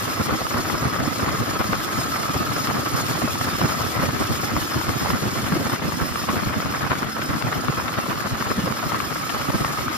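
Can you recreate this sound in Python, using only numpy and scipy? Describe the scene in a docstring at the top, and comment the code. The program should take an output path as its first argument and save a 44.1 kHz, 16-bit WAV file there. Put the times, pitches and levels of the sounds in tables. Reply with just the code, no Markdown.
"""Gusting wind thumps and sputters on two microphone ports, low on a motorcycle in wet bends.
Turbulent air buffets each port, rushes over the bodywork and rings a hollow of the housing;
single eddies slap, blurt and spit. Under it the exhaust drones on multiples of the engine cycle,
chain links whir on the sprocket and the tyres hiss with spray. Late on the revs drop briefly."""
import sys
import numpy as np
from scipy import signal
from scipy.fft import rfft, irfft, next_fast_len
from scipy.io import wavfile
from scipy.ndimage import uniform_filter1d

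SR = 44100
rng = np.random.default_rng(int(sys.argv[2]) if len(sys.argv) > 2 else 0)


def waveform_to_disk(signal):
    """Save audio, clipped to [-1, 1], as 16-bit WAV at the path in sys.argv[1]."""
    frames = np.transpose(np.atleast_2d(signal))
    scaled = np.clip(frames, -1, 1) * 32767
    samples = np.round(scaled).astype(np.int16)
    wavfile.write(sys.argv[1], SR, samples)


N = 439677

# Spectral shapes: freq_hz, density_db
BUFFET_SPECTRUM = [(20, -6), (45, -17), (72, -6), (118, 0.5), (178, -3.5), (235, -1.5), (300, -4),
                   (420, -12.5), (800, -12), (3000, -86.5)]
SPUTTER_SPECTRUM = [(150, -12), (300, -8), (600, -2), (930, -4), (1130, 1.5), (1340, -0.5), (1600, -6),
                    (2200, -12), (3200, -19), (10000, -50)]
RUSH_SPECTRUM = [(100, -35), (280, 5.5), (600, -2), (950, -3.5), (1170, 5.5), (1480, -0.5), (1720, 2),
                 (2500, -4.5), (3700, -10), (5000, -10.5), (8000, -50)]
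CHAIN_SPECTRUM = [(2500, -28), (4000, -10.5), (5800, -7.5), (6900, -9), (7550, -16), (8100, -3),
                  (8750, -18.5), (9200, -25), (11500, -24)]
SPRAY_SPECTRUM = [(1500, -8), (3300, 10), (5500, 0.5), (7000, 5.5), (8000, -3.5), (10200, 0), (11200, 5),
                  (14400, 2), (15500, -9.5)]
SLAP_SPECTRUM = [(150, -15), (350, -12), (700, -7.5), (1150, 4), (1380, 2.5), (1700, -6), (2400, -12.5),
                 (3500, -17), (10000, -51)]
SPIT_SPECTRUM = [(600, -18), (1500, 5), (2500, -4), (3600, -6), (8000, -40)]
# Deepest band of the buffeting: time_s, gain_db
DEEP_GAIN = [(0, 0), (1.2, 0), (2.4, 1), (3.3, -0.5), (4.6, 5.5), (5.8, -0.5), (6.6, 3.5), (8.5, 0),
             (9.97, 3)]
# Boom band of the buffeting: time_s, gain_db
BOOM_GAIN = [(0, -2.5), (1.2, -2), (2.6, 0.5), (4, -1.5), (5.5, 2.5), (6.6, 3), (7.5, -0.5), (8.6, 2.5),
             (9.97, -0.5)]
# Puffs of air on the ports: peak_s, buffet_rise_db, sputter_rise_db
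PUFFS = [(0.207, 16, 7.5), (0.297, 11, 4), (0.327, 13.5, 4), (0.547, 10, 6), (0.591, 11, 6.5),
         (0.661, 6, 6), (0.74, 12.5, 6), (0.827, 12.5, 1), (0.861, 15.5, 5.5), (0.948, 5, 4),
         (1.004, 12, 6.5), (1.034, 10.0, 3), (1.229, 13, 6), (1.282, 12, 7), (1.341, 9.5, 3),
         (1.414, 13, 1), (1.487, 10, 5.5), (1.543, 4, 7.5), (1.606, 13.5, 12), (1.733, 11.5, 10.5),
         (1.986, 10.5, 3.5), (2.158, 2, 9), (2.36, 12, 6), (2.411, 10.5, 2), (2.576, 4, 7.5),
         (2.693, 11.5, 7.5), (2.789, 12, 5), (2.867, 2, 8), (2.947, 11, 4.5), (2.987, 6, 5.5),
         (3.028, 6, -2), (3.108, 8.5, 2), (3.251, 10.5, -2), (3.48, 7.5, 9.5), (3.542, 7, 4.5),
         (3.617, 12.5, 9.5), (3.651, 16.5, 8), (3.716, 5, 5.5), (3.957, 6, 9.5), (3.999, 10.5, 6),
         (4.028, 12.5, 11.5), (4.056, 8, 9), (4.097, 10.5, 8.5), (4.145, 9, 6.5), (4.214, 13, 8.5),
         (4.314, 13, 0), (4.536, 9, 0), (4.569, 12.5, 4), (4.766, 11.5, -3), (4.894, 12.5, 4),
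         (5.026, 12, 1), (5.07, 1, 7.5), (5.106, 11, 6), (5.147, 12, 4.5), (5.23, 12, 2), (5.268, 13, 3),
         (5.383, 7, 5), (5.44, 8.5, 4), (5.475, 8, 6), (5.527, 14, 9), (5.559, 13.5, 7.5), (5.611, 15, 2),
         (5.661, 10, 7.5), (5.728, 10.5, 7.5), (5.854, 12, -1), (5.886, 11, 2), (6.02, 9, 3),
         (6.296, 11.5, 8.5), (6.338, 12, 2), (6.372, 13.5, 7), (6.472, 7, -1), (6.538, 1, 8),
         (6.572, 9.5, 2), (6.658, 10, 2), (6.752, -4, 8.5), (6.841, 12, 6), (6.916, 13.5, 13.5),
         (7.033, 7, 3), (7.301, 13.5, 7.5), (7.343, 14.5, 6.5), (7.45, 14.5, -1), (7.483, 13, 5),
         (7.529, 2, 7), (7.565, 12, 1.0), (7.691, 15, 4.5), (7.787, 9, 8), (7.881, 3.0, 4), (7.945, -3, 0),
         (7.986, 13, 11.5), (8.114, 6, 8), (8.262, 12, 7), (8.326, 8, -5), (8.471, 8, 8.5),
         (8.512, 15.5, 8), (8.589, 15.5, 5.5), (8.643, 9, 3), (8.675, 9, 6.5), (8.71, 12, 6.5),
         (8.837, 8, 7), (8.864, 13, 0), (8.925, 6, 4.5), (8.954, 8, 8.5), (9.352, 6, 6.5), (9.401, 8, 8.5),
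         (9.496, 17, 7.5), (9.553, 18, 7), (9.612, 18, 4), (9.65, 7, 5), (9.703, 8, 5), (9.828, 9, 4)]
# Lulls in the wind: centre_s, length_s, drop_db
LULLS = [(0.484, 0.027, 13), (4.119, .03, 9), (4.665, 0.081, 5), (6.265, .03, 10), (7.112, .07, 4.5),
         (7.405, 0.027, 5)]
# Ringing hollow of the housing: time_s, level_db, pitch_hz
HOLLOW_TRACK = [(0, -36.5, 1275), (1.5, -35, 1275), (2.6, -31.5, 1270), (3.5, -36.5, 1303),
                (4.4, -38, 1303), (5.8, -46, 1267), (7, -36.5, 1333), (8.4, -37, 1305), (9.97, -34, 1242)]
# Loudness of chain, spray and rush with road speed: time_s, relative_db
RIDE_LEVEL = [(0, -37), (1, -38.5), (3, -36.5), (5, -37), (6.2, -39.5), (6.9, -41), (8.1, -41), (9.2, -39),
              (9.97, -37)]
# Engine speed: time_s, cycle_hz
ENGINE_SPEED = [(0.0, 42.7), (1.0, 37.5), (2.5, 35.4), (3.5, 43.6), (4.5, 37.4), (5.5, 48.6), (6.5, 34),
                (7.5, 37.78), (8.5, 43), (9.2, 29.3), (9.97, 40.7)]
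# Exhaust partials: cycle_multiple, level_db, pan_db (left minus right)
EXHAUST_ORDERS = [(2, -50, -2), (4, -43, -15), (5, -46, -13), (6, -43, -2), (8, -43, -6), (9, -47, 9)]
# Chain and sprocket modes: freq_hz, width_hz, relative_db, left_lead_rad
STEEL_MODES = [(4305, 99, -1.5, -1.7), (4670, 110, -1.5, -2.5), (5276, 294, 2.5, -1.45),
               (6570, 80, 0, -2.5), (6880, 80, 0, -2), (8396, 67, 3, -2.5), (10860, 64, -1.5, -4.5),
               (10750, 60, -2, 3), (13390, 220, -4.5, 0.5)]
# Brief dips in chain and spray: centre_s, drop_db
HISS_DIPS = [(.98, 3.5), (1.55, 3), (3.99, 5), (5.8, 3.5), (7.08, 3.5), (9.9, 6)]
# Slaps of air on the housing: start_s, relative_db, pan_db
SLAPS = [(0.467, -24, -12), (1.262, -23.5, 11), (1.731, -20.5, 3), (2.294, -23, -3), (2.671, -23, -1),
         (3.614, -17.5, -3), (4.565, -21, 10), (4.743, -22.5, 9), (4.891, -22.5, 2), (5.103, -20.5, -7),
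         (6.157, -26, -1), (6.24, -31, 12), (6.289, -25, 2), (6.602, -23.5, 8), (6.658, -27, 10),
         (6.916, -19.5, 8), (7.029, -21, 9), (7.422, -25, 9), (7.525, -22.5, 13), (7.682, -20, 7),
         (7.977, -24, 7), (8.204, -27, 9), (8.423, -24, 16), (8.919, -24, 8), (9.002, -22.5, 9),
         (9.647, -21, 0), (9.881, -23, 8)]
# Large vortices over the ports: centre_s, peak_db, pitch_hz, pan_db
VORTICES = [(3.25, -18, 230, 2), (3.645, -13.5, 145, -3), (4.037, -20, 550, 3), (5.53, -15, 180, 2),
            (5.57, -19, 340, 2), (5.662, -18, 230, 3), (6.025, -18, 159, -2), (6.292, -16.5, 1110, 4),
            (6.472, -16.5, 124, -5), (7.698, -17, 139, -1), (8.33, -20, 105, -2), (8.59, -18, 202, 2),
            (8.642, -18, 190, -2), (8.675, -20, 520, 3), (9.649, -14, 1120, -3)]
# Bright spits of air and spray: start_s, peak_db, pan_db
SPITS = [(5.003, -20, 2), (6.685, -25, 12), (7.215, -19.5, 5), (7.54, -23, 5), (7.879, -18, 8),
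         (7.937, -19, 4), (8.404, -18, 8), (9.293, -18.5, 15)]

TIME_S = np.arange(N) / SR
WIND_EASE_START_S = 4.94
LINKS_PER_CYCLE, LINKS_PER_LAP, LINKS_PER_WHEEL_TURN = 7.524, 104, 35


def amp(db):
    """Decibels to gain."""
    return 10 ** (np.asarray(db) / 20)


def unit(x):
    """Scale to rms 1."""
    return x / np.sqrt(np.mean(x ** 2) + 1e-20)


def pan(pan_db):
    """Left and right gains of mean power 1."""
    return unit(amp([[pan_db / 2], [-pan_db / 2]]))


def curves(rows):
    """One value per sample for each column after time_s."""
    times_s, *columns = np.transpose(rows)
    return [np.interp(TIME_S, times_s, column) for column in columns]


def wobble(rate_hz):
    """Smooth random curve with knots at rate_hz."""
    fine = signal.resample_poly(rng.standard_normal(int(N * rate_hz / SR) + 4), 8, 1)
    return np.interp(TIME_S * 8 * rate_hz, np.arange(len(fine)), fine)


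def eddies(rate_hz):
    """Random swings of the flow, separate at each port."""
    return np.array([wobble(rate_hz), wobble(rate_hz)])


def shape(spectrum, hz):
    """Gain of a spectrum, interpolated in log frequency."""
    freq_hz, db = np.transpose(spectrum)
    return amp(np.interp(np.log(hz + 1), np.log(freq_hz), db))


def filtered(x, response):
    """Apply a complex frequency response."""
    size = next_fast_len(N + 8192)
    return irfft(rfft(x, size) * response(np.fft.rfftfreq(size, 1 / SR)), size)[..., :N]


def resonance(hz, centre_hz, width_hz):
    """Response of one damped mode."""
    return 1j * hz * width_hz / (centre_hz ** 2 - hz ** 2 + 1j * hz * width_hz)


def minimum_phase(gain):
    """Causal response with this gain."""
    cepstrum = irfft(np.log(gain))
    half = len(cepstrum) // 2
    cepstrum[1:half] *= 2
    cepstrum[half + 1:] = 0
    return np.exp(rfft(cepstrum))


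def read_at(x, positions):
    """Both channels at fractional sample positions."""
    return np.array([np.interp(positions, np.arange(N), side) for side in x])


def wavering(x, shift_hz, rate_hz):
    """Sway all frequencies up and down together."""
    sway_rad = 2 * np.pi * np.cumsum(shift_hz * wobble(rate_hz)) / SR
    return np.real(signal.hilbert(x, next_fast_len(N))[:, :N] * np.exp(1j * sway_rad))


def gurgling(depth_db):
    """Stereo noise whose narrow bands swell and sink independently."""
    bands = signal.stft(rng.standard_normal((2, N)), nperseg=1024)[2]
    swell = rng.standard_normal(bands.shape[1:])
    swell = uniform_filter1d(uniform_filter1d(swell, 3, axis=0), 3, axis=1)
    return signal.istft(bands * amp(depth_db * unit(swell)), nperseg=1024)[1][:, :N]


def road_echo(x, gain):
    """Add the wet road's reflection, its path moving with the suspension; rms 1."""
    delay_s = 0.00302 * (1 + 0.019 * wobble(3.7))
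    return unit(x + gain * read_at(x, np.arange(N) - delay_s * SR))


def turbulence(flow_db, spectrum, lowest_hz, swing_db):
    """One eddy size per octave; smaller eddies come and go faster."""
    size = next_fast_len(N, real=True)
    hz = np.fft.rfftfreq(size, 1 / SR)
    total = 0
    for centre_hz in lowest_hz * 2 ** np.arange(4):
        drive_db = flow_db + swing_db * eddies(0.3 * centre_hz)
        strength = amp(21.2 * np.tanh(drive_db / 13))  # no eddy outruns the airflow
        octave = np.exp(-np.log2((hz + 1) / centre_hz) ** 2)
        total += octave * rfft(strength * rng.standard_normal((2, N)), size)
    return unit(irfft(total * minimum_phase(shape(spectrum, hz)))[:, :N])


def buffeting(gust_db, swing_db, deep_edge_hz=130):
    """Large eddies thump on the ports; the deep and boom bands drift in level."""
    thumps = turbulence(gust_db, BUFFET_SPECTRUM, lowest_hz=55, swing_db=swing_db)
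    deep = filtered(thumps, lambda hz: 1 / (1 + (hz / deep_edge_hz) ** 4))
    boom = filtered(thumps, lambda hz: resonance(hz, centre_hz=215, width_hz=49))
    return thumps + (amp(curves(DEEP_GAIN)[0]) - 1) * deep + (amp(curves(BOOM_GAIN)[0]) - 1) * boom


def puffs_and_lulls(rise_s=0.014, fall_s=0.018, lull_edge_s=0.022):
    """Surges and gaps in the flow: puff envelope (0-1), buffet_lift_db, sputter_lift_db."""
    envelope, lift_db = np.zeros(N), np.zeros((2, N))
    for peak_s, *rises_db in PUFFS:
        peak = round(peak_s * SR)
        near = slice(max(peak - SR // 10, 0), peak + SR // 10)
        age_s = TIME_S[near] - peak_s
        swell = np.exp(-abs(age_s / np.where(age_s < 0, rise_s, fall_s)) ** 3)
        envelope[near] = np.maximum(envelope[near], swell)
        lift_db[:, near] = np.maximum(lift_db[:, near], np.outer(rises_db, swell))
    for centre_s, length_s, drop_db in LULLS:
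        inside_s = length_s / 2 - abs(TIME_S - centre_s)
        lift_db -= drop_db * np.clip(0.5 + inside_s / lull_edge_s, 0, 1)
    return envelope, *lift_db


def wind(base_db=-31.5, buffet_ease_db_per_s=0.8, sputter_ease_db_per_s=0.32, port_leak=0.068):
    """Ragged turbulence, largely separate at each port, over the rush and the hollow."""
    puff, buffet_lift_db, sputter_lift_db = puffs_and_lulls()
    unswept = 1 - 0.86 * puff  # a puff sweeps lesser gusts aside
    gust_db = unswept * (2 * eddies(68) + 1.6 * wobble(60))
    flurry_db = 0.65 * gust_db + unswept * 2.5 * wobble(90) + 2.03 * eddies(300)  # small eddies
    buffet = buffeting(gust_db, swing_db=3 * unswept)
    sputter = turbulence(flurry_db, SPUTTER_SPECTRUM, lowest_hz=350, swing_db=2.9)
    eased_s = np.maximum(TIME_S - WIND_EASE_START_S, 0)
    buffet *= amp(base_db + buffet_lift_db - buffet_ease_db_per_s * eased_s)
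    sputter *= amp(base_db + sputter_lift_db - sputter_ease_db_per_s * eased_s)
    ports = pan(-0.56) * (buffet + vortices()) + pan(0.82) * (sputter + slaps() + spits())
    flow_db = flurry_db + sputter_lift_db
    return ports + port_leak * ports[::-1] + rush(flow_db) + hollow(flow_db)


def rush(flow_db, base_db=-32):
    """Air streams over the bodywork, louder with speed."""
    stream = unit(filtered(gurgling(depth_db=3.5), lambda hz: shape(RUSH_SPECTRUM, hz)))
    ride_db, = curves(RIDE_LEVEL)
    level_db = base_db + 0.4 * (ride_db - ride_db.mean()) + 0.13 * flow_db
    return amp(level_db) * road_echo(stream, gain=0.045)


def hollow(flow_db, width_hz=115):
    """Air blows across a hollow of the housing; the ring flutters and drifts in pitch."""
    level_db, pitch_hz = curves(HOLLOW_TRACK)
    mean_hz = pitch_hz.mean()
    blowing = rng.standard_normal((2, N)) * amp(2.4 * eddies(30))
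    ring = unit(filtered(blowing, lambda hz: resonance(hz, mean_hz, width_hz) ** 2))
    return amp(level_db + 0.08 * flow_db) * read_at(ring, np.cumsum(pitch_hz / mean_hz))


def engine(cycles, waver_db=2, drift_rad=0.29):
    """The exhaust drones on multiples of the firing cycle, each wavering in the moving air."""
    drone = np.zeros((2, N))
    for order, level_db, pan_db in EXHAUST_ORDERS:
        phase_rad = 2 * np.pi * order * cycles + drift_rad * wobble(13)
        drone += pan(pan_db) * amp(level_db + waver_db * wobble(6)) * np.sin(phase_rad)
    return drone


def chain(cycles, left_lag_s=62e-6, shimmer_db=2, mode_groups=3):
    """Links strike the sprocket, harder at each firing, and set the steel ringing."""
    strikes = 1 + 0.5 * np.cos(2 * np.pi * LINKS_PER_CYCLE * cycles)
    tug = 1 + 0.17 * np.cos(2 * np.pi * cycles)
    force = strikes * tug * amp(1.1 * wobble(90))
    split = np.array([[0.5j], [-0.5j]])  # half of a phase lead to each side

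    def rattle(hz):
        return shape(CHAIN_SPECTRUM, hz) * np.exp(-split * 2 * np.pi * hz * left_lag_s)

    clatter = filtered(force * rng.standard_normal(N), rattle)
    for group in range(mode_groups):  # the swaying chain feeds neighbouring modes unevenly
        drive = amp(shimmer_db * wobble(28)) * force * rng.standard_normal(N)
        ring = filtered(drive, lambda hz: sum(
            amp(db) * resonance(hz, freq_hz, width_hz) ** 2 * np.exp(split * lead_rad)
            for freq_hz, width_hz, db, lead_rad in STEEL_MODES[group::mode_groups]))
        clatter += wavering(ring, shift_hz=27.92, rate_hz=14)
    return pan(2) * unit(clatter)


def spray(relative_db=-2, splash_db=1.13, grain_db=2):
    """Tyres tear up uneven water: a dense, grainy, gurgling hiss."""
    level_db = relative_db + splash_db * wobble(40)
    droplets = gurgling(depth_db=2) * amp(grain_db * eddies(900))
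    return amp(level_db) * unit(filtered(droplets, lambda hz: shape(SPRAY_SPECTRUM, hz)))


def running_gear(cycles, gain_db=4.5, dip_half_width_s=0.033):
    """Chain and spray swell with each chain lap and wheel turn, flutter and dip briefly."""
    links = LINKS_PER_CYCLE * cycles
    lap_db = 0.5 * np.sin(2 * np.pi * links / LINKS_PER_LAP)
    wheel_db = 0.85 * np.sin(2 * np.pi * links / LINKS_PER_WHEEL_TURN + wobble(2.045))
    flutter_db = 1.68 * np.tanh(wobble(26) + wobble(80))
    level_db = curves(RIDE_LEVEL)[0] + gain_db + lap_db + wheel_db + flutter_db
    for centre_s, drop_db in HISS_DIPS:
        level_db -= drop_db * np.exp(-((TIME_S - centre_s) / dip_half_width_s) ** 2)
    return amp(level_db) * road_echo(spray() + chain(cycles), gain=0.34)


def random_blows(from_s, level_db, count):
    """Small blows, each mostly on one port: rows of start_s, level_db, pan_db."""
    return [(from_s + when * (N / SR - from_s), level_db, 12 * (2 * side - 1))
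            for when, side in rng.random((count, 2))]


def blows(rows, spectrum, decay_s):
    """Single eddies hit the ports: coloured noise bursts that swell and die."""
    age_s = np.arange(SR // 10) / SR
    colour = minimum_phase(shape(spectrum, np.fft.rfftfreq(len(age_s), 1 / SR)))
    swell = np.sqrt(age_s / decay_s) * np.exp(-age_s / decay_s)
    out = np.zeros((2, N + len(age_s)))
    for start_s, peak_db, pan_db in rows:
        burst = irfft(rfft(swell * rng.standard_normal((2, len(age_s)))) * colour)
        burst /= abs(burst).max(axis=1, keepdims=True)
        start = round(start_s * SR)
        out[:, start:start + len(age_s)] += amp(peak_db) * pan(pan_db) * burst
    return out[:, :N]


def slaps(gain_db=10):
    """Sharp slaps of air ring the housing, with small ones at random."""
    small = random_blows(from_s=0, level_db=-29.5, count=80)
    return amp(gain_db) * blows([*SLAPS, *small], SLAP_SPECTRUM, decay_s=0.0015)


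def vortices(sag_hz_per_s=2700, ragged_rad=0.63, port_spread_rad=0.77):
    """Each vortex shakes the ports for a few uneven cycles: a round, sinking blurt."""
    age_s = np.arange(-SR // 20, SR // 20) / SR
    out = np.zeros((2, N))
    for centre_s, peak_db, pitch_hz, pan_db in VORTICES:
        half_width_s = 0.012 * np.sqrt(150 / pitch_hz)  # higher blurts are shorter
        swell = np.exp(-(age_s / half_width_s) ** 2)
        offset_rad = rng.uniform(0, 2 * np.pi) + port_spread_rad * rng.standard_normal((2, 1))
        jitter_rad = ragged_rad * signal.resample(rng.standard_normal((2, 20)), len(age_s), axis=1)
        sweep_rad = 2 * np.pi * (pitch_hz - sag_hz_per_s * age_s / 2) * age_s
        blurt = swell * np.sin(sweep_rad + offset_rad + jitter_rad)
        start = round((centre_s + age_s[0]) * SR)
        out[:, start:start + len(age_s)] += amp(peak_db) * pan(pan_db) * blurt
    return out


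def spits():
    """Bright spits of air and spray once the wind slackens, with lesser ones at random."""
    lesser = random_blows(from_s=WIND_EASE_START_S, level_db=-24, count=20)
    return blows([*SPITS, *lesser], SPIT_SPECTRUM, decay_s=0.0053)


def scene():
    """Wind in front; engine, chain and wet tyres behind."""
    cycles = np.cumsum(curves(ENGINE_SPEED)[0]) / SR
    return wind() + engine(cycles) + running_gear(cycles)


def record(dry):
    """Nothing passes above the device's band limit."""
    limit_hz = 15550
    return filtered(dry, lambda hz: hz < limit_hz)


dry = scene()
out = record(dry)
waveform_to_disk(out)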